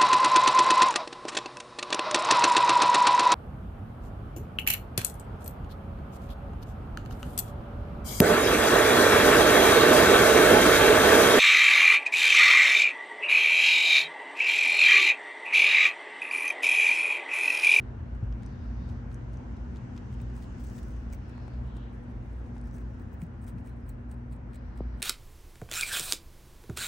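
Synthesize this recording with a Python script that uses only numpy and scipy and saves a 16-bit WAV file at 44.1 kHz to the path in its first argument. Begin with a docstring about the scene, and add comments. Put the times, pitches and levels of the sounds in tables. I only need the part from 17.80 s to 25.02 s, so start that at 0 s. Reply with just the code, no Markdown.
"""A rabbit chews stalks close by, in stereo: noise bursts through stalk resonances make the snaps,
damped sines the clean cracks, band noise the crunches, dense tiny impulses the rustle of each bite.
Squeaks and breathy swishes are shaped noise; a few taps and thuds are decaying sines.
A machine hums and blows air behind: wandering tones over a narrow drone, rumble, airflow and hiss."""
import sys
import numpy as np
from scipy import signal
from scipy.fft import rfft, irfft, next_fast_len
from scipy.io import wavfile
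from scipy.ndimage import uniform_filter1d, map_coordinates

SR = 44100
rng = np.random.default_rng(int(sys.argv[2]) if len(sys.argv) > 2 else 0)


def dump_mix(stems):
    """Bounce the given channels to the path in sys.argv[1] as a 16-bit WAV at rate SR."""
    frames = np.atleast_2d(stems).T  # one column per channel
    limited = np.clip(frames, -1, 1)  # hard clip at full scale
    pcm = np.round(limited * 32767).astype(np.int16)
    wavfile.write(sys.argv[1], SR, pcm)


N = 318402


def amp(db):
    """Decibels to amplitude factor."""
    return 10 ** (np.asarray(db) / 20)


def unit(x):
    """Scale to rms 1."""
    return x / np.sqrt(np.mean(x ** 2) + 1e-20)


def along(points, hz):
    """Interpolate (Hz, value) points on a log frequency axis."""
    point_hz, values = np.transpose(points)
    return np.interp(np.log(hz + 1), np.log(point_hz + 1), values)


def curves(rows):
    """One value per sample for each column after the time."""
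    time_s, *columns = np.transpose(rows)
    return [np.interp(np.arange(N) / SR, time_s, column) for column in columns]


def wobble(knots_per_s, count=N):
    """A smooth random curve through normally distributed knots."""
    knots = rng.standard_normal(int(count * knots_per_s / SR) + 4)
    return map_coordinates(knots, [np.arange(count) * knots_per_s / SR])


def filtered(x, response):
    """Multiply the spectrum of x by a complex response of frequency."""
    m = next_fast_len(N + SR // 2)
    return irfft(rfft(x, m) * response(np.fft.rfftfreq(m, 1 / SR)), m)[..., :N]


def resonance(x, hz, width_hz, db):
    """A causal resonance, applied twice for steep skirts; width_hz is that of one pass."""
    def response(f):
        damping = 1j * f * width_hz
        return amp(db) * (damping / (hz * hz - f * f + damping)) ** 2
    return filtered(x, response)


# Stalk resonances: body, dull, main, sharp. 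Each row: centre in Hz, width in Hz, gain in dB.
FIBRE_MODES = [(2290, 1200, 9), (5580, 5500, 10.5), (8400, 3640, 1), (15600, 2000, 10)]
# Upper body resonance: centre in Hz, width in Hz, gain in dB.
UPPER_BODY_MODE = (3300, 3200, 5.6)
# Each row: time in s, share of the body power drive in its upper resonance (0-1).
UPPER_BODY_SHARE = [(0, 0.3), (2.2, 0.8), (2.4, 0.3), (2.63, 0.7), (3.0, 0.6), (3.33, 0), (3.68, 0.2),
                    (3.97, 1), (5.4, 0.06), (5.7, 0.5), (5.8, 0.2), (5.9, 0.4), (6.31, .6), (6.53, 0.3),
                    (6.75, 0.4), (7.22, 0.85)]


def fibres(drives):
    """Each excitation rings its own stalk resonance; the body moves between a low and a high one."""
    high = np.clip(curves(UPPER_BODY_SHARE)[0], 0, 1)
    body, *rest = drives
    excitations = [body * np.sqrt(1 - high), *rest, body * np.sqrt(high)]
    return sum(resonance(x, *mode) for x, mode in zip(excitations, [*FIBRE_MODES, UPPER_BODY_MODE]))


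# Fibre breaks. Each row: start in s, relative level in dB, body part in dB, sharp part in dB.
FIBRE_SNAPS = [(0.35, -68, -2, -40), (0.435, -78, 5, -40), (0.624, -65, 5, -26), (.631, -59, 5, -26),
               (1.0888, -67, 10, -24), (1.096, -63, 7, -26), (1.314, -70, 11, -18), (1.5383, -73, 13, -9),
               (1.7653, -71.5, 11, -20), (1.95, -73, 12, -32), (1.958, -69, 16.5, -29),
               (2.163, -65, 13, -27), (2.177, -72, 22, -23), (2.3264, -65, 9, -16), (2.401, -73.5, 20, -25),
               (2.415, -50.5, -11, -7), (2.498, -62, -2, -32), (2.564, -48, -11, -17),
               (2.622, -67, 15.5, -15), (2.641, -68, 13, -11.5), (2.784, -70, -5, -10),
               (2.806, -62, -10, -15), (2.847, -49.5, -14, -16), (2.898, -51.5, -12, -20),
               (2.931, -55, -16, -16), (2.954, -54, -10, -17.5), (2.981, -53, -1, -23),
               (3.029, -46.5, -17, -17), (3.1046, -64, -10, -11), (3.327, -49, -14, 4),
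               (3.3322, -45, -7, -12), (3.346, -55, -6, 3), (3.494, -57, 0, -27), (3.579, -66, -1, -45),
               (3.679, -71.5, 19, -26), (3.7352, -71, 11, -31), (3.966, -53, -1.5, -24),
               (4.66, -67, 4, -25), (4.766, -67, 6, -19), (4.78, -57, -2, -23), (4.874, -68, 0, -15),
               (4.9433, -54, -12, -19), (4.9818, -53, -5, -12), (5.1961, -60, -1, -10),
               (5.3384, -65, 3, 11), (5.402, -66.5, -8, -15), (5.4163, -46.5, -5, -16),
               (5.4356, -68, -9, -7), (5.465, -60, -12, -20), (5.623, -59, -11, -19),
               (5.642, -52, -20, -22), (5.666, -50.5, -12, -14), (5.673, -54, -12, -16),
               (5.702, -63, -9, -13), (5.782, -65, 5.5, -27), (5.8721, -47, -16, -14),
               (5.886, -77, -2, -13), (6.086, -54, -24, -2), (6.091, -42, -24, 2), (6.1006, -69, -8, -18),
               (6.3135, -46.5, -20, -25), (6.522, -54, -7, -33), (6.528, -48.5, -21, -33),
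               (6.5617, -58, -10, -47), (6.7328, -55, -1, -25), (6.7421, -63, 2, -24),
               (6.745, -49, -15, -26), (6.756, -46.5, -15, -26), (6.7607, -69, -1, -15),
               (6.974, -54, -3, -22), (7.198, -58.5, -1, -18)]
# Each row: time in s, dull part in dB for a middling snap.
SNAP_DULLNESS = [(0, -7.5), (1.6, -6), (2.1, -22), (3.4, 0), (3.6, -18), (4.8, -18), (5.4, -21),
                 (7.22, -25)]
MIDDLING_DB, DULL_LOSS_DB_PER_DB = -61.5, 0.69  # louder snaps have a weaker dull part


def snaps():
    """Each break is a noise burst that dies in a few milliseconds, the body part more slowly."""
    t = np.arange(900) / SR
    drive = np.zeros((4, N + 900))
    t60_s = np.array([[.014], [.009], [.007], [.007]])  # body, dull, main, sharp
    rise = 1 - np.exp(-t / .002)
    shape = rise * (amp(-60 * t / t60_s) + 0.16 * amp(-60 * t / 0.031))  # with a weak slower tail
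    for start_s, db, body_db, sharp_db in FIBRE_SNAPS:
        dull_db = np.interp(start_s, *np.transpose(SNAP_DULLNESS))
        dull_db -= DULL_LOSS_DB_PER_DB * (db - MIDDLING_DB)
        # the fibre tears in uneven steps
        splinters = amp(5 * np.repeat(rng.standard_normal(len(t) // 30), repeats=30))
        burst = unit(rng.standard_normal(shape.shape) * splinters * shape)
        burst *= np.sqrt(np.mean(shape ** 2))
        gains = amp(db + 10.0 + np.array([[body_db], [dull_db], [0], [sharp_db]]))
        first = round(start_s * SR)
        drive[:, first:first + len(t)] += gains * burst
    return fibres(drive[:, :N])


# Dry stalk cracks. Each row: start in s, relative level in dB, low mode in Hz, high mode in Hz,
# high over low in dB.
STALK_TICKS = [(0.5255, -39.5, 3000, 5000, -2), (.6632, -40.5, 5800, 8800, -2),
               (1.3448, -37.5, 6240, 9250, 0), (1.421, -57, 5500, 7000, 0),
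               (1.5724, -47.5, 6000, 8900, -11), (1.97, -43, 3800, 7000, -5),
               (2.1768, -36.5, 3200, 5030, -4), (3.302, -49, 5500, 7050, -1), (3.3265, -43, 6200, 8000, 0),
               (4.814, -45, 4610, 9000, 5), (4.842, -54, 4470, 8500, 6), (4.912, -49, 5600, 7420, -3),
               (4.964, -47, 8160, 11000, 3), (5.0165, -55, 4000, 7950, 0), (6.298, -54.5, 5000, 8300, 4.5),
               (6.341, -55, 4340, 8300, 4)]
TICK_T60_S = .0022


def ticks():
    """Dry stalks crack cleanly: two sine modes, damped within a few milliseconds."""
    out, t = np.zeros(N + SR), np.arange(400) / SR
    for start_s, db, low_hz, high_hz, high_db in STALK_TICKS:
        ring = amp(-high_db / 2) * np.sin(2 * np.pi * low_hz * t)
        ring += amp(high_db / 2) * np.sin(2 * np.pi * high_hz * t)
        envelope = amp(db + 2.0 - 60 * t / TICK_T60_S) * (1 - np.exp(-t / .0003))
        out[round(start_s * SR):][:len(t)] += envelope * ring
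    return out[:N]


# Molars crush a stalk. Each row: start in s, length in s, pitch in Hz, rms in dB before the swell.
MOLAR_CRUNCHES = [(2.646, .09, 7200, -78.5), (2.791, 0.11, 7800, -70.5), (2.83, .09, 5800, -73),
                  (2.94, .04, 7800, -69), (2.975, 0.03, 3600, -73), (3.02, 0.045, 5600, -76),
                  (3.099, .09, 6200, -79), (3.188, .09, 5600, -83), (6.74, .04, 4300, -75),
                  (3.326, 0.022, 2200, -56), (4.845, .05, 5400, -77), (4.918, .06, 6100, -73),
                  (5.612, 0.036, 8700, -71), (5.667, .04, 5300, -71), (5.674, 0.031, 7000, -77),
                  (5.774, .02, 2500, -66), (5.869, .03, 2480, -65.5), (6.078, .02, 2500, -69),
                  (6.09, 0.023, 4200, -75), (6.31, .02, 3000, -75), (6.515, 0.025, 3800, -80)]
CRUNCH_WIDTH_PER_HZ, CRUNCH_GRAIN_DB = .16, 5  # band width over pitch; unevenness


def crunches():
    """Grainy noise around the pitch of the crushed stalk, under a smooth swell."""
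    out, t, f = np.zeros(N + SR), np.arange(4096) / SR, np.fft.rfftfreq(4096, 1 / SR)
    for start_s, length_s, hz, db in MOLAR_CRUNCHES:
        grit = rng.standard_normal(len(t)) * amp(CRUNCH_GRAIN_DB * wobble(300, count=len(t)))
        band = irfft(rfft(grit) / (1 + (2 * (f - hz) / (CRUNCH_WIDTH_PER_HZ * hz)) ** 2))
        swell = np.sin(np.pi * np.clip(t / length_s, 0, 1))
        out[round(start_s * SR):][:len(t)] += amp(db) * swell * unit(band)
    return out[:N]


# Faint rustle between bites. Each row: time in s, crackle control in dB.
HAY_CRACKLE = [(0, -90.5), (.6, -87), (.95, -103), (2, -101), (2.5, -97), (2.75, -86), (3.25, -87),
               (3.45, -83.5), (4.1, -86), (4.5, -79), (4.9, -83.5), (5.1, -83), (5.5, -84), (6, -81),
               (6.3, -85), (7.22, -84)]
# Each row: time of full pressure in s, crackle control in dB, hold in s.
JAW_BITES = [(.66, -82.5, 0), (0.838, -84.5, 0.019), (1.08, -81, 0.037), (1.317, -82.5, 0.043),
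             (1.53, -79.5, 0.017), (1.786, -93, 0.0064), (1.977, -79, 0), (2.155, -83, 0),
             (2.331, -76.5, 0.012), (2.41, -83.5, 0), (2.562, -73.5, .08), (2.68, -86, 0.1),
             (2.804, -71.5, 0.21), (3.024, -74.5, 0.105), (3.14, -81.5, 0.12), (3.337, -68, 0.0066),
             (3.493, -76, 0.0093), (3.74, -82, 0), (3.835, -80, 0.038), (3.961, -75, .02), (4.14, -77.5, 0),
             (4.856, -74.5, .02), (4.937, -72, 0.036), (4.98, -74, 0.036), (5.2, -77, 0.025),
             (5.332, -74, 0.01), (5.408, -69, 0.027), (5.639, -66.5, 0), (5.689, -63.5, 0),
             (5.79, -74, 0.003), (5.862, -70.5, 0.035), (6.081, -72, 0.033), (6.312, -69.5, 0.017),
             (6.523, -70.5, 0.023), (6.742, -66, 0.017), (6.98, -67, 0), (7.2, -66, 0)]
CLOSE_DB_PER_S, OPEN_DB_PER_S = 398, 453  # slopes of the control, which rustle() stretches


def jaw():
    """Crackle control in dB: each bite swells, holds and fades over the hay's faint rustle."""
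    t, (hay_db,) = np.arange(N) / SR, curves(HAY_CRACKLE)
    bites = []
    for full_s, db, hold_s in JAW_BITES:
        closing_db = CLOSE_DB_PER_S * (full_s - t)
        opening_db = OPEN_DB_PER_S * (t - full_s - abs(hold_s))
        bites.append(db - np.maximum(closing_db, opening_db).clip(0))
    return np.maximum(hay_db, np.max(bites, axis=0))


# Each row: time in s, dull part in dB, sharp part in dB.
RUSTLE_DRYNESS = [(0, 0, -5.5), (2.2, 1, 2), (3.2, -6.5, 1.5), (4.7, -8.5, -6), (5.2, -7, 1),
                  (5.7, -11.5, -5), (6, -13, -9), (7.22, -20, -10)]


def rustle():
    """Dense tiny breaks of uneven size, coming in clumps; faint ones are duller."""
    crackle_db = jaw()
    dull_db, sharp_db = curves(RUSTLE_DRYNESS)
    struck = rng.random(N) < 4000 / SR  # about 4000 breaks per s
    breaks = struck * rng.standard_normal(N) * amp(2.2 * rng.exponential(size=N))
    clumps = amp(2 * wobble(120) + 1.4 * wobble(35))
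    breaks = unit(breaks * clumps) * amp(1.33 * (crackle_db + 71.5) - 68.0)
    body = breaks * amp(-1)
    dull = breaks * amp(dull_db + 2.3 * wobble(25))
    main = breaks * amp(2.2 * wobble(25))
    sharp = breaks * amp(sharp_db + .5 * (crackle_db + 69.5))
    return fibres([body, dull, main, sharp])


# A stalk slides over the teeth. Each row: start in s, length in s, pitch in Hz,
# rms in dB before the swell.
TOOTH_SQUEAKS = [(5.88, 0.059, 4050, -79), (6.0, 0.076, 5000, -83)]


def squeaks():
    """Short, rough whistles: noise in one narrow resonance under a smooth swell."""
    t, out = np.arange(N) / SR, np.zeros(N)
    for start_s, length_s, hz, db in TOOTH_SQUEAKS:
        swell = np.sin(np.pi * np.clip((t - start_s) / length_s, 0, 1))
        whistle = unit(resonance(rng.standard_normal(N), hz, width_hz=200, db=0))
        out += amp(db) * swell * whistle
    return out


# Soft breathy swishes. 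Each row: start in s, length in s, rms in dB before the swell,
# four band centres in Hz.
BREATHY_SWISHES = [(.55, 0.7, -70.5, 3750, 4500, 5060, 5900), (2.24, .33, -73, 3040, 3100, 3800, 5450),
                   (3.36, 0.49, -68.5, 2570, 4200, 4670, 5300), (3.8, .36, -67, 2950, 3200, 3550, 3900),
                   (6.66, 0.59, -73, 2900, 4150, 4860, 5660)]
SWISH_WIDTH_HZ, SWISH_BROAD = 270, .95  # band width; broad noise over the bands
SWISH_EDGE_S, SWISH_TILT_DB_PER_OCTAVE = 0.13, -6.5


def swishes():
    """Breathy noise that swells and fades, coloured by a few bands that come and go."""
    out = np.zeros((2, N + SR))
    t, f = np.arange(SR) / SR, np.fft.rfftfreq(SR, 1 / SR)
    for start_s, length_s, db, *bands_hz in BREATHY_SWISHES:
        shared = 0.55 * rng.standard_normal(SR)
        noise = rfft(rng.standard_normal((2, SR)) + shared)
        noise *= amp(SWISH_TILT_DB_PER_OCTAVE * np.log2(f / 4000 + .1))

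        def band(hz, width_hz):
            return irfft(noise / (1 + (2 * (f - hz) / width_hz) ** 2)) / np.sqrt(width_hz)

        lines = sum(amp(3.5 * wobble(14, count=SR)) * band(hz, SWISH_WIDTH_HZ) for hz in bands_hz)
        broad = band(np.mean(bands_hz), np.ptp(bands_hz) + 1500)
        edge = np.clip(np.minimum(t, length_s - t) / SWISH_EDGE_S, 0, 1)
        swell = np.sin(np.pi / 2 * edge) ** 2
        breath = unit(unit(lines) + SWISH_BROAD * unit(broad))
        out[:, round(start_s * SR):][:, :SR] += amp(db) * swell * breath
    return out[:, :N]


# Each row: start in s, relative level in dB, lower mode in Hz, left over right in dB.
DRY_TAPS = [(3.268, -57, 577, -11), (3.58, -49.5, 990, -5), (3.68, -49.5, 805, 14), (4.765, -51.5, 830, 8)]


def taps():
    """Small dry contacts: two sine modes, quickly damped."""
    out, t = np.zeros((2, N + SR)), np.arange(900) / SR
    for start_s, db, hz, left_db in DRY_TAPS:
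        ring = np.sin(2 * np.pi * hz * t) + 0.35 * np.sin(2 * np.pi * 1.87 * hz * t)
        ring *= amp(db + 9.0) * amp(-60 * t / .012)
        first = round(start_s * SR)
        out[:, first:first + len(t)] += amp([[left_db / 2], [-left_db / 2]]) * ring
    return out[:, :N]


# Each row: start in s, relative level in dB, start pitch in Hz, end pitch in Hz, t60 in s.
SOFT_THUDS = [(0.426, -23.5, 104, 103, 0.13), (1.102, -24, 89, 86, 0.087), (2.418, -27.5, 110, 104, 0.11),
              (5.424, -30, 198, 165, 0.13), (5.74, -35.5, 180, 172, 0.088),
              (7.005, -21.5, 1140, 143, 0.034)]


def thuds():
    """Soft low blows whose pitch sags as the high part arrives first."""
    out, t = np.zeros(N + SR), np.arange(SR // 5) / SR
    for start_s, db, start_hz, end_hz, t60_s in SOFT_THUDS:
        pitch_hz = end_hz + (start_hz - end_hz) * np.exp(-t / 0.0021)
        shape = amp(db - 60 * t / t60_s) * (1 - np.exp(-t * end_hz / 0.26)) ** 2 * 1.72
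        out[round(start_s * SR):][:len(t)] += shape * np.sin(2 * np.pi * np.cumsum(pitch_hz) / SR)
    return out[:N]


def hutch(x):
    """A short, different answer of the walls for each side."""
    t = np.arange(SR // 10) / SR
    tail = rng.standard_normal((2, len(t))) * amp(-60 * t / 0.055)
    return signal.fftconvolve(x[None], tail / np.linalg.norm(tail[0]), axes=1)[:, :N]


# Left-right likeness of the machine's noise. Each row: frequency in Hz, correlation (0-1).
SIDE_LIKENESS = [(60, 0.98), (130, 0.91), (290, 0.76), (640, 0.039), (1400, 0.054), (3100, 0.11),
                 (8000, 0.085)]


def rush(spectrum, patchy_db):
    """Stereo noise of rms 1 with patches of random gain in time and frequency."""
    z = signal.stft(rng.standard_normal((2, N)), nperseg=512)[2]
    field = uniform_filter1d(rng.standard_normal(z.shape[1:]), size=5, axis=0)
    field = uniform_filter1d(field, size=12, axis=1)
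    pair = signal.istft(z * amp(patchy_db * unit(field)), nperseg=512)[1][:, :N]

    def colour(hz):
        turn = np.arccos(np.clip(along(SIDE_LIKENESS, hz), -1, 1)) / 2
        return amp(along(spectrum, hz)) * [np.cos(turn), np.sin(turn)]

    mid, side = filtered(pair, colour)
    return unit(np.array([mid + side, mid - side]))


# Motor tones. Each row: pitch in Hz, mean starting rms in dB, wander scale in Hz, drift in dB per s.
MOTOR_TONES = [(119.6, -43.5, .8, -.6), (239.6, -50, .15, -.2)]
# Noise spectra. Each row: frequency in Hz, relative density in dB per Hz.
DRONE_SPECTRUM = [(25, -51), (38, -23), (50, -2), (58, -0.5), (66, -15), (78, -21), (100, -120)]
RUMBLE_SPECTRUM = [(40, -12), (70, -1.5), (86, 1), (105, -6), (135, -4.5), (155, -18), (175, -7.5),
                   (215, -8), (255, -9.5), (281, -22.5), (420, -39), (600, -120)]
AIRFLOW_SPECTRUM = [(150, -28.5), (260, -4.5), (313, -9.5), (344, -8), (430, -14.5), (463, -12),
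                    (499, -14.5), (1020, -18.5), (1170, -22.5), (1450, -21), (1800, -24.5), (2400, -32.5),
                    (3120, -48.5), (5280, -120)]
LOW_HISS_SPECTRUM = [(1500, -49), (2400, -3.5), (2800, 0.5), (3500, -6), (4300, -9.5), (6000, -28),
                     (9000, -120)]
HISS_SPECTRUM = [(2500, -47.5), (3800, -15.5), (4600, -0.5), (6000, 1.5), (7000, -3.5), (8300, -9),
                 (10000, -20.5), (11900, -21.5), (12300, -43), (16000, -50.5)]
# Drone level. Each row: time in s, relative level in dB.
DRONE_LEVEL = [(0, -35), (.14, -46), (.48, -35), (.74, -46), (.92, -36.5), (1.2, -41.5), (1.93, -39),
               (2.11, -53), (2.35, -41.5), (3.38, -38), (3.46, -47), (3.76, -35), (4.26, -46.5),
               (4.38, -34), (4.66, -39.5), (5.13, -40.5), (5.51, -45), (5.87, -40.5), (6.6, -44),
               (6.92, -40.5), (7.06, -36.5), (7.22, -47)]
# Each row: time in s, relative rumble level in dB, relative airflow level in dB.
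BLOWER_LEVELS = [(0, -44.5, -53), (1.8, -43, -52.5), (3.8, -47, -53.5), (4.3, -47, -53.5),
                 (5.1, -45.5, -54), (6.4, -47.5, -55.5), (7.22, -49, -53.5)]
# Each row: time in s, relative low hiss level in dB, relative high hiss level in dB.
HISS_LEVELS = [(0, -76, -82), (.48, -77, -81), (1.33, -76, -78.5), (2.11, -75, -75.5), (2.59, -73.5, -75),
               (2.93, -75, -70), (3.3, -75, -78), (4.3, -77, -82), (4.95, -79, -78.5), (5.51, -80, -84),
               (6.4, -82, -86), (7.22, -81, -84)]


def machine():
    """Motor tones of slightly wandering pitch and level over a narrow drone, rumble, airflow and hiss."""
    t = np.arange(N) / SR
    (drone_db,), (rumble_db, flow_db) = curves(DRONE_LEVEL), curves(BLOWER_LEVELS)
    low_hiss_db, hiss_db = curves(HISS_LEVELS)
    tones = np.zeros(N)
    for hz, db, wander_hz, drift_db_per_s in MOTOR_TONES:
        level = amp(db + drift_db_per_s * t + 1.96 * wobble(5)) * np.sqrt(2)
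        tones += level * np.sin(2 * np.pi * np.cumsum(hz + wander_hz * wobble(3.7)) / SR)
    shaft = np.sin(2 * np.pi * np.cumsum(57.5 + 3 * wobble(7)) / SR)  # the rotor turns unevenly
    drone = amp(drone_db) * (1.29 * shaft + 0.82 * rush(DRONE_SPECTRUM, patchy_db=-1.2))
    rumble = amp(rumble_db + 4.0) * rush(RUMBLE_SPECTRUM, patchy_db=1.06)
    airflow = amp(flow_db + 3.5) * rush(AIRFLOW_SPECTRUM, patchy_db=1.0)
    low_hiss = amp(low_hiss_db + 5.0) * rush(LOW_HISS_SPECTRUM, patchy_db=1.1)
    hiss = amp(hiss_db + 2.0) * rush(HISS_SPECTRUM, patchy_db=1.1)
    return tones + drone + rumble + airflow + low_hiss + hiss


# Half shares of a left-right difference. Each row: factor for one side, left first.
SIDE_SHARES = np.array([[1], [-1]]) / 2


def lagged(x, points):
    """A phase lag of left behind right, half on each side."""
    return filtered(x, lambda hz: np.exp(-1j * SIDE_SHARES * np.interp(hz, *np.transpose(points))))


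# Room noise. Each row: frequency in Hz, lag of left behind right in radians.
MACHINE_LAG = [(340, 0), (1000, 1), (1720, 2.7), (2840, 5.1), (3960, 5.7), (8200, 6.3)]


def scene():
    """Chewing and its wall reflections, swishes, contacts and the machine."""
    chewing = snaps() + ticks() + crunches() + rustle() + squeaks()
    walls = amp(-11) * hutch(chewing)
    return chewing + walls + swishes() + taps() + thuds() + lagged(machine(), MACHINE_LAG)


# Treble. Each row: frequency in Hz, lag of left behind right in radians.
TREBLE_LAG = [(8550, 0), (16000, 13)]
# Each row: frequency in Hz, left over right in dB.
LEFT_OVER_RIGHT = [(60, 0.06), (200, 2), (700, 0), (2400, 1), (5500, 4), (7800, 5.5), (8400, -1.5),
                   (16000, 2)]
# Microphone colour. Each row: frequency in Hz, gain in dB.
MICROPHONE_COLOUR = [(9500, -1), (11000, 3.5), (13000, -8), (15500, -1)]
MONO_HZ, TOP_HZ = 8200, 16050  # one signal above; band limit


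def record(dry):
    """Two ports of unequal colour; treble is one signal spread by phase; bass cut and band limit."""
    stereo = filtered(dry, lambda hz: hz < MONO_HZ)
    treble = filtered(dry[0], lambda hz: hz >= MONO_HZ)
    merged = stereo + lagged(treble, TREBLE_LAG)

    def colour(hz):
        top_cut = np.clip((TOP_HZ - hz) / 300, 0, 1) ** 2
        bass_cut = hz ** 6 / (hz ** 6 + 31 ** 6)
        gain_db = SIDE_SHARES * along(LEFT_OVER_RIGHT, hz) + along(MICROPHONE_COLOUR, hz)
        return amp(gain_db) * bass_cut * top_cut

    return filtered(merged, colour)


dry = scene()
out = record(dry)
dump_mix(out)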